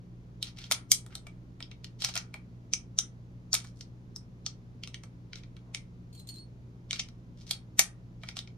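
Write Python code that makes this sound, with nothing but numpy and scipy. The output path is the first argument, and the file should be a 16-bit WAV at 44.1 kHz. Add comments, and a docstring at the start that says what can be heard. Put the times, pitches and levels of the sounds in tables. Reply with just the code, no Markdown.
"""Loading a rifle magazine

Brass cartridges are thumbed into the steel magazine of a rifle that lies on a bed, close to two microphones.
Each contact is a dry click: shaped noise bursts excite case resonances, then the steel receiver and room ring.
Cases scrape as trains of tiny slips, hard blows add a clang and a thud, and spare rounds jingle once as
dying modes. A hand brushes the quilt as filtered noise; a fan of sine lines and noise hums in the small, soft room."""
import sys
import numpy as np
from scipy import signal
from scipy.fft import rfft, irfft
from scipy.io import wavfile
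from scipy.ndimage import uniform_filter1d

SR = 44100
rng = np.random.default_rng(int(sys.argv[2]) if len(sys.argv) > 2 else 0)


def unload_audio(sound):
    """Save the sound as a 16-bit wav file, at the path given as the first command line argument."""
    columns = np.transpose(np.atleast_2d(sound))
    # keep every value between -1 and 1, then stretch to whole-number steps
    steps = np.round(np.clip(columns, -1, 1) * 32767)
    wavfile.write(sys.argv[1], SR, steps.astype(np.int16))


N = 377937  # length of the scene [samples]
TAPS = 2048  # length of a burst and of a colouring filter [samples]
HZ = np.fft.rfftfreq(TAPS, 1 / SR)  # frequency grid of every gain curve [Hz]
LEVEL_SAMPLES = 220  # the level of a short blow is its rms over this span [samples]

# broad resonances of a case held against the steel: (frequency [Hz], width [Hz], level [dB])
CASE_RESONANCES = [(690, 210, 0.5), (1190, 82, -5), (1355, 160, 4), (1892, 200, -2), (2290, 240, 1),
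                   (3200, 410, -1), (3820, 560, 1), (4430, 390, 1), (5340, 490, 3), (6027, 450, 2.5),
                   (6900, 800, -4.5), (8340, 930, -4), (9210, 400, -6), (11180, 1700, -12.5),
                   (13550, 1680, -8.5)]


def clicks(same=.7, place_db=2.5, valley_db=-21, grip_width=0.88, ping_db=6):
    """Impact excitation: a blow and its fast chatter sound a low knock, a main clack and a bright tick, then ring on."""
    # a cartridge snaps against the steel or its neighbours: (time [s], clack level [dB], clack pitch [Hz],
    # clack breadth [octaves], knock and tick [dB re clack, before their trims],
    # chatter [ms, before the shortest length is added])
    snaps = [(0.427, -28, 3840, 0.52, -32, -9.5, 1.04), (0.5852, -44.5, 2720, 0.99, -16, -12, 3.8),
             (0.64, -43, 3300, 1.2, -18, -24, 2.2), (0.7124, -25, 2940, 2.2, -6, -1, 0.92),
             (0.7195, -21.5, 3400, 2.2, -20.5, -4, 2.5), (0.9167, -13, 7850, 1.09, -31, -0.5, 0.94),
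             (1.063, -56, 3400, 0.88, -0.5, 2.5, 1.2), (1.1526, -37.5, 4100, 0.6, -14, -2.5, 1.5),
             (1.2677, -47.5, 2360, 0.9, -4, -7.5, 2.3), (1.6042, -44.5, 2320, 0.59, -7, -11.5, 0.9),
             (1.6262, -38, 3200, 0.53, -28, -24, 0.35), (1.7136, -47.5, 2400, 0.78, -13, -21, 2.1),
             (1.844, -40.5, 3090, 0.92, -21.5, -13.5, 0.75), (2.0207, -31.5, 3730, 0.55, -16, -10, 0.55),
             (2.0402, -30.5, 2950, 1.9, -10.5, -11, 5.6), (2.0467, -23, 5260, 1.7, -19, -12, 0.66),
             (2.0883, -39.5, 2700, 1.3, -6, -9, 1.3), (2.1544, -34.5, 2590, 1.7, -4.5, -2, 1.3),
             (2.1637, -30.5, 2500, 0.91, -8, -18, 3), (2.1755, -28.5, 5900, 2.1, -19, -12, 0.62),
             (2.341, -40, 2360, 0.88, -6, -11.5, 1.15), (2.7357, -20, 5720, 1.08, -29.5, -18.5, 0.22),
             (2.988, -17.5, 5600, 0.83, -25.5, -16, 0.37), (3.5304, -20.5, 6670, 0.47, -25.5, -18, 0.4),
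             (3.54, -24.5, 6700, 2.6, -11.5, 1.5, 3.3), (3.5505, -24.5, 5500, 2.6, -21, -6, 0.63),
             (3.6015, -47.5, 3200, 2, -22, -15, 0.9), (3.6453, -54.5, 2500, 2.2, 1.5, -2.5, 1.7),
             (3.8093, -41.5, 6500, 2.3, -26.5, -20, 1.2), (4.1615, -37, 5770, 0.31, -23, -12, 0.22),
             (4.4637, -28.5, 5370, 0.82, -20, -21.5, 0.25), (4.8352, -37, 2900, 0.76, -24, -18, 1.1),
             (4.8744, -42.5, 2500, 3, -14, -13, 0.5), (4.9438, -38, 2660, 0.89, -21, -17, 0.5),
             (5.0355, -51, 6300, 2.2, -4, -6.5, 1.25), (5.332, -40, 2290, 0.86, -20, -32, 0.67),
             (5.3563, -43.5, 6500, 2.5, -19, -23, 1.3), (5.4345, -53.5, 2300, 0.9, -12.5, -37.5, 1.8),
             (5.566, -55, 2310, 0.9, -7, -14.5, 1.7), (5.747, -30.5, 2400, 2.2, -23, -15, 1.1),
             (6.9092, -28.5, 3290, 1.6, -27, -16, 0.49), (6.93, -28.5, 4000, 0.7, -17.5, -20, 0.63),
             (6.9935, -26.5, 3020, 1.36, -22, -19, 4.3), (7.0867, -52, 5610, 1.5, -12, -13.5, 0.54),
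             (7.5095, -24.5, 4150, 3.4, -20.5, -6.5, 2.15), (7.7924, -13, 6170, 3.1, -15, -1.5, 1.54),
             (8.2349, -43.5, 2400, 0.56, -4, -16, 0.69), (8.2875, -36.5, 2250, 1.2, -15, -15, 1.4),
             (8.3676, -37.5, 3000, 1.6, -11.5, -8, 1.8), (8.3897, -33.5, 3500, 0.8, -23, -15, 0.59),
             (8.4745, -50.5, 2290, 0.92, -17.5, -35, 1.2)]
    # ringing of the steel receiver: (frequency [Hz], level [dB], varied at each blow)
    steel_modes = [(2100, -6), (2291, -3), (2790, -5.5), (3850, -3.5), (4215, -8), (4352, -4.5),
                   (4690, -4.5), (4854, -5.5), (5220, -2), (5327, -7), (5981, -7.5), (6299, -5.5),
                   (6846, -4.5), (7644, -6.5), (8284, 0), (8646, 1.5), (9095, -1.5)]
    steel_t60 = .17  # s
    knock_trim_db, tick_trim_db, tick_left_db = 1, -1, 1  # the tick is tilted towards the left
    knock_ms = 3  # extra decay time of the knock
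    soft_db, soft_hz, hard_db, hard_hz = -42, 9500, -22.5, 15000
    steel_db, room_db = -12, -1  # shares of the after-ring
    ring_at_db, ring_db_there, ring_db_per_db = -36, -8, -0.03  # a firmer thumb damps the after-ring more
    out, ms = np.zeros((2, N)), np.arange(TAPS) * 1000 / SR
    for s, db, centre_hz, octaves, knock, tick, chatter_ms in snaps:
        # every grip shifts and weights the resonances a little; a struck case is held more loosely than a sliding one
        stretch = rng.uniform(.98, 1.02)
        grip = [(hz, width * grip_width, level + place_db * rng.standard_normal())
                for hz, width, level in CASE_RESONANCES]
        shape = resonances(grip, stretch, valley_db)
        top_hz = np.interp(db + tick, [soft_db, hard_db], [soft_hz, hard_hz])  # harder contacts reach higher

        low = unit(shape * band(630, 1800, order=6))
        clack = unit(shape * band(2100, 7500) * contact(centre_hz, octaves) * ping(centre_hz, ping_db))
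        bright = unit(shape * band(7500, 15000, order=16) * band(1, top_hz, order=6))

        blow, crowd, length_ms = contacts(chatter_ms, same)
        shudder = rattled(np.exp(-ms / (knock_ms + length_ms)), same)  # the heavy stock settles more slowly
        tick_gain = gain_of(tick + tick_trim_db + tick_left_db * np.array([[1], [-1]]))
        sound = unit(coloured(blow, clack))
        sound += gain_of(knock + knock_trim_db) * unit(coloured(shudder, low))
        sound += tick_gain * unit(coloured(rattled(crowd, 0.26), bright))

        size = gain_of(db) * np.sqrt(LEVEL_SAMPLES)
        after = gain_of(steel_db) * ringing(steel_modes, steel_t60) + gain_of(room_db) * room()
        ring_db = ring_db_there + ring_db_per_db * (db - ring_at_db)
        click_colour = clack + gain_of(knock) * low + gain_of(tick) * bright
        add(out, s - TAPS / SR, size * swell(click_colour, same))
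        add(out, s, size * sound)
        add(out, s, size * gain_of(ring_db) * signal.fftconvolve(sound, after, axes=1))
    return out


def contacts(chatter_ms, same, first_db=-5, shortest_ms=0.38):
    """Repeated impact: a first touch, a crowd of fast contacts, then up to four weak ones as the case settles."""
    settle_db, settle_s = -18.5, 0.014  # each settling waits 0.5 to 2 times settle_s
    settles_per_chatter_ms = 1.7  # a contact that chatters also rocks a few times more
    ms = np.arange(TAPS) * 1000 / SR
    length_ms = chatter_ms + shortest_ms
    crowd = np.sqrt(ms / length_ms) * np.exp(-1.5 * ms / length_ms)  # the contacts crowd in, then die away
    first = gain_of(first_db) * (ms == 0) / (.5 + length_ms ** 2)  # a short snap is mostly one blow
    blow = first + rattled(crowd, same)
    settled = blow.copy()
    for k, wait in enumerate(rng.uniform(.5, 2, size=4)):
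        share = np.clip(settles_per_chatter_ms * chatter_ms - k, 0, 1)
        add(settled, wait * settle_s, share * gain_of(settle_db) * blow)
    return settled, crowd, length_ms


def rattled(envelope, same, size=28):
    """Broadband excitation: a short noise burst whose energy is spread evenly over the spectrum."""
    spectrum = rfft(pair(TAPS, same) * envelope)
    power = uniform_filter1d(abs(spectrum) ** 2, size, axis=1)
    even = irfft(spectrum / np.sqrt(power + 1e-9), TAPS)
    return unit(even * (np.arange(TAPS) < TAPS // 2))


def swell(colour, same, swell_db=-18.5, growth_s=0.0049):
    """Swelling noise: a short, faint rush in the click's own colour rises up to each click."""
    rise = np.exp(-np.arange(TAPS)[::-1] / SR / growth_s)
    return gain_of(swell_db) * unit(coloured(pair(TAPS, same) * rise, colour))


def ping(hz, db, width=0.071):
    """Resonance: the struck case adds a peak of its own, with a half-width that is a share of its pitch."""
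    return np.sqrt(1 + (gain_of(db) ** 2 - 1) / (1 + ((HZ - hz) / (width * hz)) ** 2))


def follower(clang_t60=.07, stock_t60=0.12):
    """Modal decay: a hard seating makes the sprung follower clang and the wooden stock thud on the bed."""
    # a round seats hard and shakes the whole rifle: (time [s], clang level [dB], thud level [dB])
    seatings = [(0.7134, -45, -45.5), (0.9163, -32.5, -54), (7.7927, -22, -43)]
    # modes of the spring-loaded follower: (frequency [Hz], level [dB], varied at each blow)
    clang_modes = [(2098, -1.5), (2165, -4), (2232, -1.5), (2285, 1), (2370, -5.5)]
    # modes of the wooden stock: (frequency [Hz], level [dB], varied at each blow)
    stock_modes = [(215, -0.5), (275, 1), (350, -2.5), (430, -7)]
    out = np.zeros((2, N))
    for s, clang_db, thud_db in seatings:
        add(out, s, gain_of(clang_db) * ringing(clang_modes, clang_t60))
        add(out, s, gain_of(thud_db) * ringing(stock_modes, stock_t60)[:1])  # bass is alike at both microphones
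    return out * np.sqrt(LEVEL_SAMPLES)


def slides(slips_per_s=380, uneven_db=4, rub_db=-22, top_db=-23, room_db=-3):
    """Stick-slip: a sliding case catches and slips, each slip a tiny click of its own size in the same metal."""
    # brass sliding on steel: (start [s], end [s], level before the room [dB], centre [Hz])
    scrapes = [(0.431, 0.498, -53.5, 3670), (0.554, 0.683, -56, 3240), (1.091, 1.151, -63, 1700),
               (1.984, 2.115, -46, 4160), (2.133, 2.177, -47, 4180), (3.528, 3.561, -42, 5330),
               (3.605, 3.702, -63, 5060), (3.752, 3.806, -70.5, 6520), (5.361, 5.389, -59.5, 3200),
               (6.93, 6.97, -46.5, 3500), (7.361, 7.447, -65, 4100), (7.458, 7.526, -54.5, 4300),
               (8.198, 8.32, -66, 3500), (8.352, 8.399, -51, 3770)]
    out = np.zeros((2, N))
    for start, end, db, centre_hz in scrapes:
        count = max(round((end - start) * SR), 64)
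        sizes = gain_of(uneven_db * np.minimum(rng.exponential(1, count), 3))
        slips = sizes * (rng.random(count) < slips_per_s / SR) + gain_of(rub_db)  # over a steady rub
        drive = slips * pair(count, .6) * signal.windows.tukey(count, .5)
        place = contact(centre_hz, 0.71) + gain_of(top_db)
        sound = coloured(drive, resonances(CASE_RESONANCES) * band(650, 15000) * place)
        add(out, start, gain_of(db) * np.sqrt(count) * unit(sound))
    return out + gain_of(room_db) * signal.fftconvolve(out, room(), axes=1)[:, :N]


def jingle(ring_trim_db=1.0, rasp_trim_db=-1, room_db=-5, count=3):
    """Free vibration: loose rounds roll together, bounce and ring as one is picked up, until fingers damp them."""
    # spare rounds touch: (time [s], level before trims [dB], pitch of the ringing round [Hz],
    # rasp [dB re level, before its trim])
    clinks = [(6.128, -56, 4350, -3.5), (6.148, -60.5, 4350, 5), (6.176, -52.5, 4126, -9),
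              (6.194, -59.5, 4126, 7.5), (6.271, -55, 4126, 4.5), (6.289, -37.5, 4350, -7),
              (6.34, -51.5, 4150, -5), (6.358, -49, 4126, -8), (6.384, -47, 4350, -14)]
    # broad resonances of loose brass rubbing on brass: (frequency [Hz], width [Hz], level [dB])
    brass_resonances = [(3500, 1000, -1), (4350, 260, 1), (7080, 520, 4), (8970, 500, 2), (13000, 600, -2),
                        (13900, 1200, -8)]
    round_t60, rasp_s = .17, 0.0027  # s
    rebound_s, rebound_db = 0.008, -7  # mean gap and level change per bounce
    grip_s, grip_decay_s = 6.44, 0.0094  # the fingers close
    out, t = np.zeros((2, N)), np.arange(TAPS) / SR
    for s, db, hz, rasp in clinks:
        for bounce in range(count):
            at = s + bounce * rebound_s * rng.uniform(.7, 1.3)
            size = gain_of(db + bounce * rebound_db) * np.sqrt(LEVEL_SAMPLES)
            rub = pair(TAPS, 0.16) * t * np.exp(-t / rasp_s)
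            ring = ringing([(hz, 0), (hz * 2.057, -17)], round_t60)
            scrape = unit(coloured(rub, resonances(brass_resonances) * band(2130, 15000, order=6)))
            add(out, at, size * gain_of(ring_trim_db) * ring)
            add(out, at, size * gain_of(rasp + rasp_trim_db) * scrape)
    out *= np.exp(-np.maximum(np.arange(N) / SR - grip_s, 0) / grip_decay_s)
    heard = out + gain_of(room_db) * signal.fftconvolve(out, room(), axes=1)[:, :N]
    return gain_of([[1], [-1]]) * heard  # a little to the left


def quilt(start_s=5.6, length_s=0.21, brush_db=-72, lo_hz=480, hi_hz=900):
    """Friction noise: a dull swish of skin on cloth as the hand reaches for a spare round."""
    out, count = np.zeros((2, N)), round(length_s * SR)
    swish = coloured(pair(count, .6) * signal.windows.hann(count), band(lo_hz, hi_hz, order=6))
    add(out, start_s, gain_of(brush_db) * np.sqrt(count) * unit(swish))
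    return out


def fan(waver=0.04, air_db=-53):
    """Tonal and turbulent noise: slightly wavering motor lines in a dull rush of air."""
    # motor lines: (frequency [Hz], rms level [dB])
    motor_lines = [(58.5, -60), (85, -71.5), (120, -51.5), (178.4, -57.5), (236, -69.5), (298.5, -76),
                   (990, -89)]
    # spectrum of the rush of air: (frequency [Hz], relative density [dB per Hz])
    air_spectrum = [(20, -24), (27, -13), (33, 2.5), (41, -11), (85, -9), (115, -1), (150, -7), (185, -7.5),
                    (350, -15.5), (700, -28), (1500, -34), (3000, -41), (6600, -45.5), (7800, -54)]
    # left-right correlation of the air: (frequency [Hz], correlation [-1 to 1])
    air_likeness = [(60, 0.78), (180, 0.88), (550, 0.69), (1650, -0.62), (4970, 0.4), (15000, -0.8)]
    hz, t = np.fft.rfftfreq(N, 1 / SR), np.arange(N) / SR
    left, other = rfft(rng.standard_normal((2, N)))
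    same = np.clip(read(air_likeness, hz), -1, 1)
    right = same * left + np.sqrt(1 - same ** 2) * other
    air = irfft(np.array([left, right]) * gain_of(read(air_spectrum, hz)), N)
    knots, hum = np.linspace(0, t[-1], 30), np.zeros(N)
    for line_hz, db in motor_lines:
        level, drift = (np.interp(t, knots, waver * v) for v in rng.standard_normal((2, len(knots))))
        line = np.sin(2 * np.pi * (line_hz * t + rng.random()) + 2 * drift)
        hum += gain_of(db) * np.sqrt(2) * (1 + level) * line
    return gain_of(air_db) * evened(air) + hum


def room():
    """Reverberation: dense reflections of the small room, each band dying at its own speed."""
    # reverberation time: (frequency [Hz], T60 [s])
    decay_times = [(300, 0.2), (1300, 0.29), (3500, 0.17), (7000, 0.15), (10000, 0.18), (15000, 0.053)]
    count = SR // 3
    hz, t, z = signal.stft(rng.standard_normal((2, count)), SR, nperseg=256)
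    decay = gain_of(-60 * t / read(decay_times, hz)[:, None])
    tail = signal.istft(z * decay, SR, nperseg=256)[1][:, :count]
    return unit(tail * (1 - np.exp(-np.arange(count) / SR / 0.0016)))  # reflections build up first


def early_echoes(rifle):
    """Early reflection: delayed, weaker copies join the direct sound."""
    # stock, hands and nearby surfaces: (delay [s], level [dB])
    reflections = [(.0019, -23.5), (.0043, -20.5), (.0062, -16.5), (.0095, -21.5)]
    near = rifle.copy()
    for delay, db in reflections:
        lag_s = rng.uniform(0.0000098, 0.00061)  # each echo reaches the right microphone later by its own lag
        late_right = np.roll(rifle[1], round(lag_s * SR))
        add(near, delay, gain_of(db) * np.array([rifle[0], late_right]))
    return near


def ringing(modes, t60, place_db=2.0):
    """Modal superposition: dying modes, with strengths set by the place struck and phases by the microphone."""
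    t = np.arange(SR // 3) / SR
    lines = 0
    for hz, db in modes:
        strength = gain_of(db + place_db * rng.standard_normal())
        lines = lines + strength * np.sin(2 * np.pi * (hz * t + rng.random((2, 1))))
    return unit(gain_of(-60 * t / t60) * lines)


def resonances(modes, stretch=1, valley_db=-15):
    """Resonance curves: gain on HZ of broad peaks over a floor, all shifted by the factor stretch."""
    peaks = sum(gain_of(db) ** 2 / (1 + (2 * (HZ - f * stretch) / w) ** 2) for f, w, db in modes)
    return np.sqrt(gain_of(valley_db) ** 2 + peaks)


def contact(centre_hz, octaves):
    """Modal coupling: the place of contact favours the resonances around one frequency."""
    return 1 / np.sqrt(1 + (np.log2((HZ + 1) / centre_hz) / octaves) ** 4)


def band(lo_hz, hi_hz, order=10):
    """Band-pass filtering: gain on HZ."""
    return 1 / np.sqrt((1 + (lo_hz / (HZ + 1)) ** order) * (1 + (HZ / hi_hz) ** order))


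def coloured(x, gain):
    """Causality: a minimum-phase filter of the given gain shape on HZ rings only after the blow."""
    log_gain = np.log(np.maximum(np.r_[gain, gain[-2:0:-1]] / gain.max(), 1e-5))
    response = np.fft.ifft(np.exp(np.conj(signal.hilbert(log_gain)))).real
    return signal.fftconvolve(x, response[None], axes=1)


def pair(count, same):
    """Partial coherence: two channels of noise that share a part of their power."""
    shared, left, right = rng.standard_normal((3, count))
    same = np.clip(same, 0, 1)
    return np.sqrt(same) * shared + np.sqrt(1 - same) * np.array([left, right])


def gain_of(db):
    """Logarithmic level: decibels to amplitude gain."""
    return 10 ** (np.asarray(db) / 20)


def evened(x):
    """Power normalization: scales to rms 1."""
    return x / np.sqrt(np.mean(x ** 2) + 1e-20)


def unit(x):
    """Energy normalization: scales each channel to energy 1."""
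    return x / np.sqrt(np.sum(x ** 2, axis=-1, keepdims=True) + 1e-20)


def read(points, hz):
    """Logarithmic pitch: joins (Hz, value) points on a log-frequency axis."""
    f, value = np.transpose(points)
    return np.interp(np.log(hz + 1), np.log(f + 1), value)


def add(mix, s, sound):
    """Superposition: mixes a sound in at time s [s]."""
    part = mix[:, round(s * SR):][:, :sound.shape[1]]
    part += sound[:, :part.shape[1]]


def scene():
    """Superposition: the rifle and its first echoes, a little nearer the left microphone, over the fan."""
    near = early_echoes(clicks() + follower() + slides())
    near[1] = np.roll(near[1], 2)  # the right microphone hears it two samples later
    return near * gain_of([[.2], [-.2]]) + jingle() + quilt() + fan()


def record(dry):
    """Saturation and band limiting: the recorder rounds off the highest peaks, then removes the extreme treble."""
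    rounded = np.tanh(dry)
    low_pass = signal.firwin(161, 15500, window=("kaiser", 9), fs=SR)  # cutoff in Hz
    return signal.oaconvolve(rounded, low_pass[None], "same", axes=1)


dry = scene()
out = record(dry)
unload_audio(out)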